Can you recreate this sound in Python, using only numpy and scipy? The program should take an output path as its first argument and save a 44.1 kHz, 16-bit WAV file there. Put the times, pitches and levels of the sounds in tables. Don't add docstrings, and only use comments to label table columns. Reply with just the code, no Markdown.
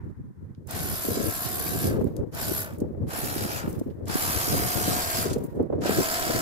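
import sys
import numpy as np
from scipy import signal
from scipy.fft import rfft, irfft
from scipy.io import wavfile
from scipy.ndimage import uniform_filter1d, map_coordinates

SR = 44100
rng = np.random.default_rng(int(sys.argv[2]) if len(sys.argv) > 2 else 0)


def store_wav(level_fs):
    pcm = np.round(np.clip(np.atleast_2d(level_fs), -1, 1) * 32767)
    wavfile.write(sys.argv[1], SR, pcm.T.astype(np.int16))


N = 282681
TIME = np.arange(N) / SR
FREQ = np.fft.rfftfreq(N, 1 / SR) + 1e-3


def undb(db):
    return 10 ** (np.asarray(db) / 20)


def unit(x):
    return x / np.sqrt(np.mean(x ** 2))


def noise():
    return rng.standard_normal((2, N))


def walk(rate_hz):
    hold = max(int(SR / rate_hz), 2)
    steps = np.repeat(rng.standard_normal(N // hold + 2), hold)[rng.integers(hold):][:N]
    return unit(uniform_filter1d(uniform_filter1d(steps, hold), hold))


def curves(table):
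    time_s, *columns = np.transpose(table)
    return [np.interp(TIME, time_s, column) for column in columns]


def pan(left_db):
    return np.sqrt(2 / (1 + undb(np.vstack([-left_db, left_db])) ** 2))


def colour(x, spectrum):
    freq_hz, level_db = np.transpose(spectrum)
    response = undb(np.interp(np.log(FREQ), np.log(freq_hz), level_db))
    return unit(irfft(rfft(x) * response, N))


def ring(x, modes):
    response = sum(undb(db) / (1 + 1j * (FREQ ** 2 - hz ** 2) / (FREQ * width_hz))
                   for hz, width_hz, db in modes)
    return unit(irfft(rfft(x) * response, N))


def decay(hits, decay_s):
    return signal.lfilter([1], [1, -np.exp(-1 / (decay_s * SR))], hits)


# time_s, level_db
HUSH_LEVELS = [(0, -57), (.12, -64.5), (.33, -71.5), (.52, -66.5), (.58, -76), (.66, -73), (2.3, -68),
               (6.41, -62.5)]
# freq_hz, level_db
HUSH_SPECTRUM = [(350, -33), (600, -28), (744, -0.5), (974, 4.5), (1180, -2), (1830, -3), (2820, -24.5),
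                 (5540, -36), (15000, -50)]

def hush(mic_hiss_db=-80):
    level_db, = curves(HUSH_LEVELS)
    return colour(noise(), HUSH_SPECTRUM) * undb(level_db) + noise() * undb(mic_hiss_db)


# time_s, rumble_db, flutter_db
BREEZE_LEVELS = [(0, -35.5, -58), (.5, -45, -59.5), (.8, -37, -42), (1.5, -36.5, -36.5), (2.6, -35, -39),
                 (3.3, -36.5, -35.5), (4.4, -35, -39.5), (6.41, -38, -38)]
# time_s, half_length_s
LULLS = [(0.146, 0.016), (0.228, 0.0091), (0.335, 0.026), (0.56, 0.016), (1.407, 0.066), (2.315, 0.0058),
         (2.713, 0.03), (3.115, 0.013), (3.85, 0.018), (3.963, 0.032), (4.73, .02), (5.013, 0.017),
         (5.12, 0.017), (5.51, 0.032), (5.663, 0.025), (6.062, 0.035)]
# start_s, length_s, rumble_db, flutter_db, left_db
GUSTS = [(0.028, 0.08, -44, -48, 6), (0.728, 0.028, -33.5, -37, 5), (1.092, 0.2, -32.5, -29.5, 4.5),
         (1.854, 0.21, -28.5, -27, 2.5), (2.143, 0.055, -56, -26.5, 19), (2.447, 0.094, -37, -36, -3),
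         (2.784, 0.077, -47, -35.5, 1), (3.014, 0.051, -32.5, -58, -4), (3.397, 0.025, -30.5, -33, -2.5),
         (3.613, 0.064, -32, -33, 4), (4.475, 0.18, -31.5, -37, -0.5), (4.748, 0.21, -33.5, -33.5, 8),
         (5.224, 0.17, -30, -29.5, 3), (5.567, 0.063, -32, -25.5, -2), (5.708, 0.2, -35, -27.5, 0.5),
         (5.954, 0.035, -29, -21.5, 2), (6.265, 0.079, -53, -34.5, 0)]

def gusting(swirl_db=1.5, veer_db=2, lull_db=-8, rise_s=.079, fall_s=.034):
    lull = sum(np.exp(-((TIME - time_s) / half_s) ** 2) for time_s, half_s in LULLS)
    swirl = undb(swirl_db * walk(16) + lull_db * lull) * pan(veer_db * walk(6))
    rumble_power, flutter_power = ((swirl * undb(db)) ** 2 for db in curves(BREEZE_LEVELS))
    for start_s, length_s, rumble_db, flutter_db, left_db in GUSTS:
        rise = np.clip((TIME - start_s) / rise_s + .5, 0, 1)
        fall = np.exp(-np.clip((TIME - start_s - length_s) / fall_s, 0, 20))
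        gust = rise * fall * pan(left_db)
        rumble_power += (gust * undb(rumble_db)) ** 2
        flutter_power += (gust * undb(flutter_db)) ** 2
    return np.sqrt(rumble_power), np.sqrt(flutter_power)


# freq_hz, level_db
RUMBLE_SPECTRUM = [(20, -63), (40, -17), (62, -9), (90, 0.5), (140, -4.5), (220, -10), (400, -20),
                   (900, -66.5)]
# freq_hz, level_db
FLUTTER_SPECTRUM = [(80, -18), (200, -3), (310, 0), (490, -2), (620, -12), (800, -24), (1150, -32),
                    (1500, -40), (2100, -46), (3000, -58), (8000, -68)]

def wind(rough_db=4, flutter_trim_db=-2):
    rumble_gain, flutter_gain = gusting()
    bursts = undb(rough_db * np.array([walk(70), walk(70)]))
    rumble = unit(colour(noise(), RUMBLE_SPECTRUM) * bursts)
    flutter = unit(colour(noise(), FLUTTER_SPECTRUM) * bursts)
    return rumble * rumble_gain + flutter * flutter_gain * undb(flutter_trim_db)


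# time_s, level_db, pitch_hz, left_db, rise_s
BUFFETS = [(0.071, -29, 180, 7, 0.0057), (0.197, -29, 170, -4, 0.009), (0.243, -33.5, 177, -1, 0.0063),
           (0.306, -32.5, 170, -2, 0.0049), (0.428, -33.5, 180, 0, 0.0057), (0.502, -35, 179, 0, 0.0067),
           (0.58, -32, 190, 7, 0.0028), (0.695, -36, 171, 3, 0.008), (0.767, -30, 210, 6, 0.0061),
           (0.858, -23, 260, 2, 0.0032), (0.937, -23.5, 213, 4, 0.0074), (1.052, -21.5, 278, 6, 0.0062),
           (1.087, -13.5, 310, -3, 0.0029), (1.124, -21, 292, -5, 0.0029), (1.176, -14.5, 304, -3, 0.0055),
           (1.21, -20, 221, 2, 0.0087), (1.262, -21.5, 308, 14, 0.008), (1.455, -26.5, 173, -14, 0.0086),
           (1.537, -29, 320, 1, 0.0052), (1.663, -25, 260, -7, 0.0055), (1.756, -19.5, 240, 2, 0.0088),
           (1.818, -21, 230, -1, 0.0061), (1.844, -13.5, 193, -3, 0.007), (1.881, -16.5, 299, 3, 0.0089),
           (1.926, -19, 298, 7, 0.004), (1.95, -22, 268, -5, 0.009), (1.988, -18, 313, -7, 0.0039),
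           (2.015, -15, 324, 2, 0.0061), (2.047, -11.5, 258, -13, 0.0049), (2.087, -24, 304, -2, 0.0037),
           (2.213, -17, 300, -3.5, 0.0043), (2.239, -25, 314, 9, 0.0057), (2.458, -27, 250, 4, 0.0044),
           (2.517, -18.5, 340, 10, 0.006), (2.732, -25.5, 190, -5.5, 0.0078),
           (2.822, -12.5, 224, -2, 0.0045), (2.846, -20.5, 320, 4, 0.005), (2.908, -25, 280, 4, 0.005),
           (2.952, -26, 376, 3, 0.0031), (3.007, -23.5, 210, 1.5, 0.0099), (3.04, -24, 288.7, 0, 0.0045),
           (3.054, -28, 208, 0, 0.0087), (3.364, -18.5, 290, -1, 0.0035), (3.452, -20, 279, 2, 0.008),
           (3.644, -23.5, 230, 0, 0.0078), (3.677, -14.5, 258.6, -6, 0.0057), (3.765, -25, 230, 0, 0.005),
           (3.816, -15, 270, 1, 0.0029), (3.865, -21, 244, 4, 0.006), (3.911, -29, 228.4, 10, 0.005),
           (4.014, -29, 288, 6, 0.0059), (4.098, -19, 294, -1, 0.0052), (4.156, -11, 262, 0, 0.0037),
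           (4.227, -26, 339.6, 6, 0.0048), (4.3, -25, 215, 0, 0.0031), (4.482, -20.5, 300, -9, 0.0034),
           (4.544, -17.5, 366.8, 10, 0.0046), (4.599, -18, 240, 2, 0.0077), (4.624, -19.5, 290, 8, 0.0031),
           (4.672, -23.5, 190, -2, 0.0043), (4.782, -23.5, 210, -3, 0.0099), (4.815, -20.5, 280, 2, 0.0066),
           (4.882, -13, 272.6, -1, 0.0045), (4.929, -23, 210, 0, 0.0092), (4.969, -23, 219.5, 1, 0.004),
           (5.191, -21, 265, 1, 0.0078), (5.262, -17, 280, 0, 0.0061), (5.316, -17.5, 306, -12, 0.0058),
           (5.366, -13.5, 322, -3, 0.0055), (5.445, -20, 230, 4, 0.0082), (5.573, -18.5, 295, -6, 0.0047),
           (5.605, -8.5, 337, -6, 0.0075), (5.634, -17, 322, -4, 0.0062), (5.704, -14.5, 397, -10, 0.0035),
           (5.733, -14.5, 422, -3, 0.0082), (5.787, -18.5, 350, -4, 0.0089), (5.86, -13, 424, -10, 0.0039),
           (5.897, -10.5, 370, -3, 0.0028), (5.989, -10, 299.2, 0, 0.0038),
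           (6.01, -11.5, 302.8, -6, 0.0042), (6.247, -26.5, 310.4, -4, 0.0086),
           (6.304, -17.5, 383, 5, 0.009), (6.393, -21.5, 330, -2, 0.01)]

def buffets(trim_db=-2, lead_s=.0029):
    out = np.zeros((2, N))
    t = TIME[:SR // 16]
    for time_s, level_db, pitch_hz, left_db, rise_s in BUFFETS:
        swell = (t / rise_s * np.exp(1 - t / rise_s)) ** 1.5
        band = signal.butter(3, [pitch_hz * .54, min(pitch_hz * 1.472, 600)], "band", fs=SR, output="sos")
        eddy = signal.sosfilt(band, rng.standard_normal((2, len(t))) * swell)
        eddy /= np.abs(eddy).max(axis=1, keepdims=True)
        start = int((time_s - rise_s - lead_s) * SR)
        out[:, start:start + len(t)] += eddy[:, :N - start] * undb(level_db + trim_db) * pan(left_db)
    return out


# start_s, level_db, pitch_hz, decay_s
TICKS = [(0.549, -56, 2600, 0.00087), (.671, -37.5, 11000, 0.0027), (0.708, -26, 11100, 0.0029),
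         (2.042, -40.5, 12000, 0.0026), (2.165, -36.5, 6250, 0.0014), (2.348, -28.5, 12100, 0.0018),
         (2.365, -40, 1800, 0.0045), (2.735, -43, 11000, .002), (2.783, -42, 12600, 0.0033),
         (2.801, -41, 8000, 0.0037), (3.077, -52, 4960, .006), (3.688, -39, 11250, 0.014),
         (3.728, -37, 8900, 0.0019), (3.761, -59, 9000, .003), (3.789, -44, 8000, .005),
         (3.795, -39.5, 8260, 0.0027), (3.899, -57, 2400, .008), (4.055, -45, 6300, 0.0023),
         (4.081, -31, 6930, .003), (5.296, -34.5, 4500, 0.013), (5.33, -29, 5760, 0.0061),
         (5.38, -43, 9000, 0.0057), (5.436, -41, 12000, 0.005), (5.447, -43, 12300, 0.0036),
         (5.46, -47, 12000, 0.0046), (5.54, -57.5, 10000, 0.027), (5.626, -52, 7760, 0.0018),
         (5.728, -62, 2200, .006), (5.787, -56, 5000, .002), (5.812, -53, 5780, 0.0018),
         (5.857, -28, 2580, 0.03)]

def ticks(trim_db=3, tail_db=-25, tail_s=.024):
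    out = np.zeros((2, N))
    t = TIME[:SR // 12]
    for start_s, level_db, pitch_hz, decay_s in TICKS:
        rise = 1 - np.exp(-2 * t / decay_s)
        fall = np.exp(-t / decay_s) + undb(tail_db) * np.exp(-t / tail_s)
        band = signal.butter(2, [pitch_hz * .66, min(pitch_hz * 2, 16000)], "band", fs=SR, output="sos")
        snap = signal.sosfilt(band, rng.standard_normal((2, len(t))) * rise * fall)
        start = int(start_s * SR)
        out[:, start:start + len(t)] += undb(level_db + trim_db) * snap / np.abs(snap).max()
    return out


def clocks(press_s, release_s):
    return np.maximum(TIME - press_s, 0), np.maximum(TIME - release_s, 0)


# press_s, release_s, hiss_db, drift_db_per_s, rush_db, dribble_db, rattle_db
PULLS = [(0.662, 1.872, -34.5, 1, -41, -36.5, -48), (2.309, 2.612, -33, 4, -41, -42.5, -46),
         (3.062, 3.58, -30.5, -17, -41, -34.5, -43.5), (4.053, 5.238, -27.5, -2, -36, -35.5, -44),
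         (5.797, 6.5, -29.5, -4, -36, -39, -38)]
# time_s, half_length_s, change_db
HISS_WOBBLES = [(1.192, 0.041, -4), (1.49, 0.033, 0.5)]

def flow(build_s=.046, prime_s=.092, unprimed_db=-5, spatter_db=6.5, breakup_s=.34):
    hiss_bleed_db_per_s, rush_bleed_db_per_s = 278, 206
    hiss, rush = 0, 0
    flicker_db = spatter_db * walk(67.6)
    for press_s, release_s, hiss_db, drift_db_per_s, rush_db, *_ in PULLS:
        on_s, off_s = clocks(press_s, release_s)
        breakup = undb(flicker_db * (1 - np.exp(-off_s / breakup_s)))
        stream = (1 - np.exp(-on_s / build_s)) ** 2 * breakup
        air_in_line = .5 - .5 * np.tanh((on_s - prime_s) / .01)
        aim_db = drift_db_per_s * (on_s - off_s)
        hiss += stream * undb(hiss_db + aim_db + unprimed_db * air_in_line - hiss_bleed_db_per_s * off_s)
        rush += stream * undb(rush_db - rush_bleed_db_per_s * off_s)
    wobble_db = sum(db * np.exp(-((TIME - time_s) / half_s) ** 2) for time_s, half_s, db in HISS_WOBBLES)
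    return hiss * undb(wobble_db), rush


# time_s, speed_hz
LOADED_SPEED = [(.9, 36.45), (1.2, 36.58), (1.9, 36.6), (3.5, 36.25), (4.25, 36.3), (4.5, 36.48),
                (5.2, 36.28), (6.05, 36.13), (6.41, 36.35)]

def crank(spin_up_s=.022, overshoot=.02, filled_s=.175, sag_s=.03, coast_s=.22):
    speed_hz = np.zeros(N)
    loaded_hz, = curves(LOADED_SPEED)
    for press_s, release_s, *_ in PULLS:
        on_s, off_s = clocks(press_s, release_s)
        unloaded = .5 - .5 * np.tanh((on_s - filled_s) / sag_s)
        rise = (1 - np.exp(-on_s / spin_up_s)) * (1 + overshoot * unloaded)
        coast = np.maximum(1 - (off_s / coast_s) ** 2, 0)
        speed_hz = np.maximum(speed_hz, loaded_hz * rise * coast)
    return speed_hz * (1 + .001 * walk(9))


def stroke(turns, depth):
    return unit(np.exp(depth * np.tanh(.89 * np.cos(4 * np.pi * turns) + .5)))


def from_right(x, echo_db=-9):
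    lag_ms = np.interp(TIME, [2.4, 3.4, 4.3, 5.2, 5.9], [.225, .32, .28, .39, .27])
    ground_ms = 3 + .35 * walk(1.5)
    delays = np.array([lag_ms, ground_ms + .1, ground_ms]) * SR / 1000
    fine = signal.resample_poly(x, 4, 1)
    left, echo_left, echo_right = np.interp(np.arange(N) - delays, np.arange(len(fine)) / 4, fine)
    return np.array([left, x]) + undb(echo_db) * np.array([echo_left, echo_right])


def plume(spectrum, fringe_db):
    core = from_right(colour(rng.standard_normal(N), spectrum))
    return unit(core + undb(fringe_db) * colour(noise(), spectrum))


def churn(x, depth_db, band_hz, rate_hz):
    freq_hz, time_s, spectra = signal.stft(x, SR, nperseg=512)
    grid = np.meshgrid(freq_hz / band_hz, time_s * rate_hz, indexing="ij")
    flare = unit(map_coordinates(rng.standard_normal((256, 1024)), grid, order=1, mode="wrap"))
    _, churned = signal.istft(spectra * undb(depth_db * flare), SR)
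    return unit(churned[..., :N])


def sputter(trim_db=-1.5, peak_s=.086, rough_db=4):
    swell = 0
    for press_s, release_s, _, _, rush_db, *_ in PULLS:
        on_s, _ = clocks(press_s, release_s)
        swell += (on_s / peak_s * np.exp(1 - on_s / peak_s)) ** 2 * undb(rush_db)
    spectrum = [(400, 15), (750, 34.5), (1100, 27.5), (1650, 25), (2800, 18), (5000, 17.5), (15000, -16)]
    spit = unit(colour(noise(), spectrum) * undb(rough_db * walk(110)))
    return spit * swell * undb(trim_db)


# freq_hz, level_db
JET_FAR_SPECTRUM = [(1000, -24), (6000, -22), (8800, -13), (10500, -4), (11800, 0), (13000, -4),
                    (14200, -10), (15500, -12)]
# freq_hz, level_db
JET_NEAR_SPECTRUM = [(1000, -5.5), (6000, -26), (8500, -8.5), (10500, -8), (12000, -5), (13500, -6),
                     (15500, -10)]

def jet(turns, near, far_depth=.64, near_depth=.22, rough_db=1):
    depth = far_depth + (near_depth - far_depth) * near
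    surge = stroke(turns, depth) * undb(rough_db * walk(150))
    far_hiss = np.sqrt(1 - near) * plume(JET_FAR_SPECTRUM, fringe_db=-1)
    near_hiss = np.sqrt(near) * plume(JET_NEAR_SPECTRUM, fringe_db=-1)
    return churn(far_hiss + near_hiss, depth_db=2.3, band_hz=200, rate_hz=45) * surge


# freq_hz, level_db
SPRAY_SPECTRUM = [(300, 6), (900, 5), (1400, 3), (2200, 2.5), (2900, 1), (4000, 4), (4850, 6), (6300, 3),
                  (7400, 6.5), (8700, -5), (12000, -6), (15500, -34)]

def spray(turns, grain_db=4.5):
    drops = colour(noise() * undb(grain_db * noise()), SPRAY_SPECTRUM)
    surge = stroke(turns, depth=.0092) * undb(1.1 * walk(300) + walk(30))
    mist = plume(SPRAY_SPECTRUM, fringe_db=3)
    return churn(drops + mist, depth_db=2.8, band_hz=190, rate_hz=34) * unit(surge)


def slugs(rate_hz=95, splat_s=.0014, scatter_db=2.2):
    hits = (rng.random(N) < rate_hz / SR) * undb(scatter_db * rng.standard_normal(N))
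    spectrum = [(800, -20), (2000, -2), (5000, 0), (7500, -2), (12000, -14)]
    splats = colour(decay(hits, splat_s) * noise(), spectrum)
    return churn(splats, depth_db=2.5, band_hz=1200, rate_hz=80)


def contacts(turns, angles_turns, sizes, scatter_db):
    hit_turns = np.arange(int(turns[-1]) + 1)[:, None] + angles_turns
    force = sizes * undb(scatter_db * rng.standard_normal(hit_turns.shape))
    reached = hit_turns < turns[-1]
    samples = np.interp(hit_turns[reached], turns, np.arange(N))
    return np.bincount(np.round(samples).astype(int), force[reached], N)[:N]


# pitch_hz, width_hz, level_db
PUMP_HEAD_MODES = [(1640, 200, -6), (2200, 200, -7), (3160, 220, -6), (4690, 200, 3), (5030, 200, 2),
                   (5950, 300, -5), (7120, 380, -.5), (7700, 450, -6), (11200, 2200, -7)]

def valves(turns, squirt_s=.0035, squirt_db=1):
    knocks = contacts(turns, angles_turns=[.44, .5, .94, .99], sizes=[1, .35, .4, .2], scatter_db=1.5)
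    squirts = decay(knocks, squirt_s) * rng.standard_normal(N)
    return ring(unit(squirts) * undb(squirt_db) + .4 * unit(knocks), PUMP_HEAD_MODES)


# pitch_hz, width_hz, level_db
HOUSING_MODES = [(670, 380, -5.5), (1465, 260, -2.5), (1760, 240, -2), (2330, 100, -2), (2640, 550, -7.5),
                 (4540, 390, -13)]

def gears(turns, teeth=90, strain_db=3.5, strain_s=.31):
    angles_turns = (np.arange(teeth) + rng.random(teeth)) / teeth
    clicks = contacts(turns, angles_turns, sizes=rng.choice([-1, 1], teeth), scatter_db=3.5)
    load = 1 + .7 * np.cos(4 * np.pi * turns)
    gain = np.zeros(N)
    for press_s, release_s, *_, rattle_db in PULLS:
        on_s, _ = clocks(press_s, release_s)
        gain = np.where(on_s > 0, undb(rattle_db + strain_db * np.exp(-on_s / strain_s)), gain)
    spectrum = [(200, -41), (560, 19), (700, 19.5), (1600, 9), (5000, -5.5), (10000, -50.5)]
    return colour(ring(clicks * load, HOUSING_MODES), spectrum) * gain


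def whirr(turns, orders, rough, emphasis=lambda order: 1):
    tones, power = np.zeros(N), 0
    for order, level_db in orders:
        phase = 2 * np.pi * (order * turns + rng.random()) + .24 * rough * walk(60) + .4 * walk(3)
        waver_db = 2 * walk(9) + 2 * rough * walk(70)
        gain = undb(level_db) * emphasis(order)
        tones += gain * undb(waver_db) * np.sin(phase)
        power += gain ** 2
    return unit(tones / np.sqrt(power))


# crank_order, level_db
HUM_ORDERS = [(15, 1), (16, 2), (17, -10), (18, -1), (19, -2), (20, 1), (21, -12)]
# crank_order, level_db
WHINE_ORDERS = [(22, -9), (25, -11), (26, -11), (27, -4), (28, -3), (29, 2), (30, -1), (31, -3), (32, -6),
                (33, -7), (34, -10), (35, -8), (36, -1.5), (37, -6), (38, -6), (39, -8), (40, -7), (41, -4),
                (42, -9), (43, -7), (44, -2), (45, 0), (46, -7), (47, -7), (48, -10), (49, -6), (52, -10),
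                (57, -10), (59, -10), (60, -4), (61, -10), (87, -10)]
# time_s, hum_db, hum_centre_hz, whine_db
DRIVE_LEVELS = [(.8, -51, 680, -47), (1.7, -45.5, 685, -43.5), (2.5, -47, 660, -48),
                (3.15, -44.5, 650, -45), (3.3, -44.5, 680, -45.5), (3.47, -41, 652, -45),
                (4.12, -44, 660, -42), (4.32, -38.5, 650, -37), (4.55, -40.5, 690, -39),
                (4.76, -38.5, 720, -40), (5.0, -39, 700, -41), (5.13, -37.5, 650, -41),
                (5.24, -41, 660, -42), (5.9, -41, 660, -40), (6.2, -37.5, 680, -39)]

def drive_tones(turns, hum_width_hz=75):
    hum_db, centre_hz, whine_db = curves(DRIVE_LEVELS)
    loaded_hz, = curves(LOADED_SPEED)
    emphasis = lambda order: 1 / np.hypot(1, 2 * (order * loaded_hz - centre_hz) / hum_width_hz)
    hum = whirr(turns, HUM_ORDERS, rough=.8, emphasis=emphasis)
    whine = whirr(turns, WHINE_ORDERS, rough=.5)
    return hum * undb(hum_db) + whine * undb(whine_db)


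# freq_hz, level_db
DRIBBLE_SPECTRUM = [(1000, 12.5), (3000, -3), (5000, -6), (9000, -6.5), (13000, -0.5), (15500, -0.5)]

def dribble(rise_s=.075, fall_db_per_s=86.5, rough_db=2.5):
    gain = 0
    for press_s, release_s, *_, dribble_db, _ in PULLS:
        _, off_s = clocks(press_s, release_s)
        gain += (1 - np.exp(-off_s / rise_s)) * undb(dribble_db - fall_db_per_s * off_s)
    return unit(colour(noise(), DRIBBLE_SPECTRUM) * undb(rough_db * walk(140))) * gain


# pitch_hz, level_db
AFTER_RING_TONES = [(785, -54), (942, -53), (1885, -71)]

def after_ring(start_s=5.35, rise_s=.02, t60_s=1.8):
    age_s = np.maximum(TIME - start_s, 0)
    envelope = (1 - np.exp(-age_s / rise_s)) * undb(-60 * age_s / t60_s)
    tones = sum(undb(level_db + 2 * walk(20)) * np.sin(2 * np.pi * pitch_hz * TIME + .4 * walk(15))
                for pitch_hz, level_db in AFTER_RING_TONES)
    return from_right(tones * envelope)


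def washer(jet_db=1, jet_near_db=-1, splash_db=2, slugs_db=-9, gears_db=-1, knock_db=-13, knock_near_db=9):
    speed_hz = crank()
    turns = np.cumsum(speed_hz + 1e-6) / SR
    running = speed_hz / speed_hz.max()
    near = np.interp(TIME, [2.6, 4.3, 5.0, 6.1], [0, .6, .8, 1])
    hiss_gain, rush_gain = flow()
    splash = (spray(turns) + undb(slugs_db) * slugs()) * rush_gain * undb(splash_db)
    hiss = jet(turns, near) * hiss_gain * undb(jet_db + jet_near_db * near)
    drive = gears(turns) * undb(gears_db) + drive_tones(turns)
    knocks = valves(turns) * rush_gain * undb(knock_db + knock_near_db * near)
    machine = drive * running ** 3 + knocks * running
    return hiss + splash + from_right(machine) + sputter() + dribble() + after_ring()


def scene():
    return hush() + washer() + ticks() + wind() + buffets()


def record(dry, fade_s=.006, top_hz=15600):
    fade = np.minimum(TIME / fade_s, 1)
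    lowpass = signal.ellip(12, .2, 70, top_hz, fs=SR, output="sos")
    return signal.sosfilt(lowpass, dry * fade)


dry = scene()
out = record(dry)
store_wav(out)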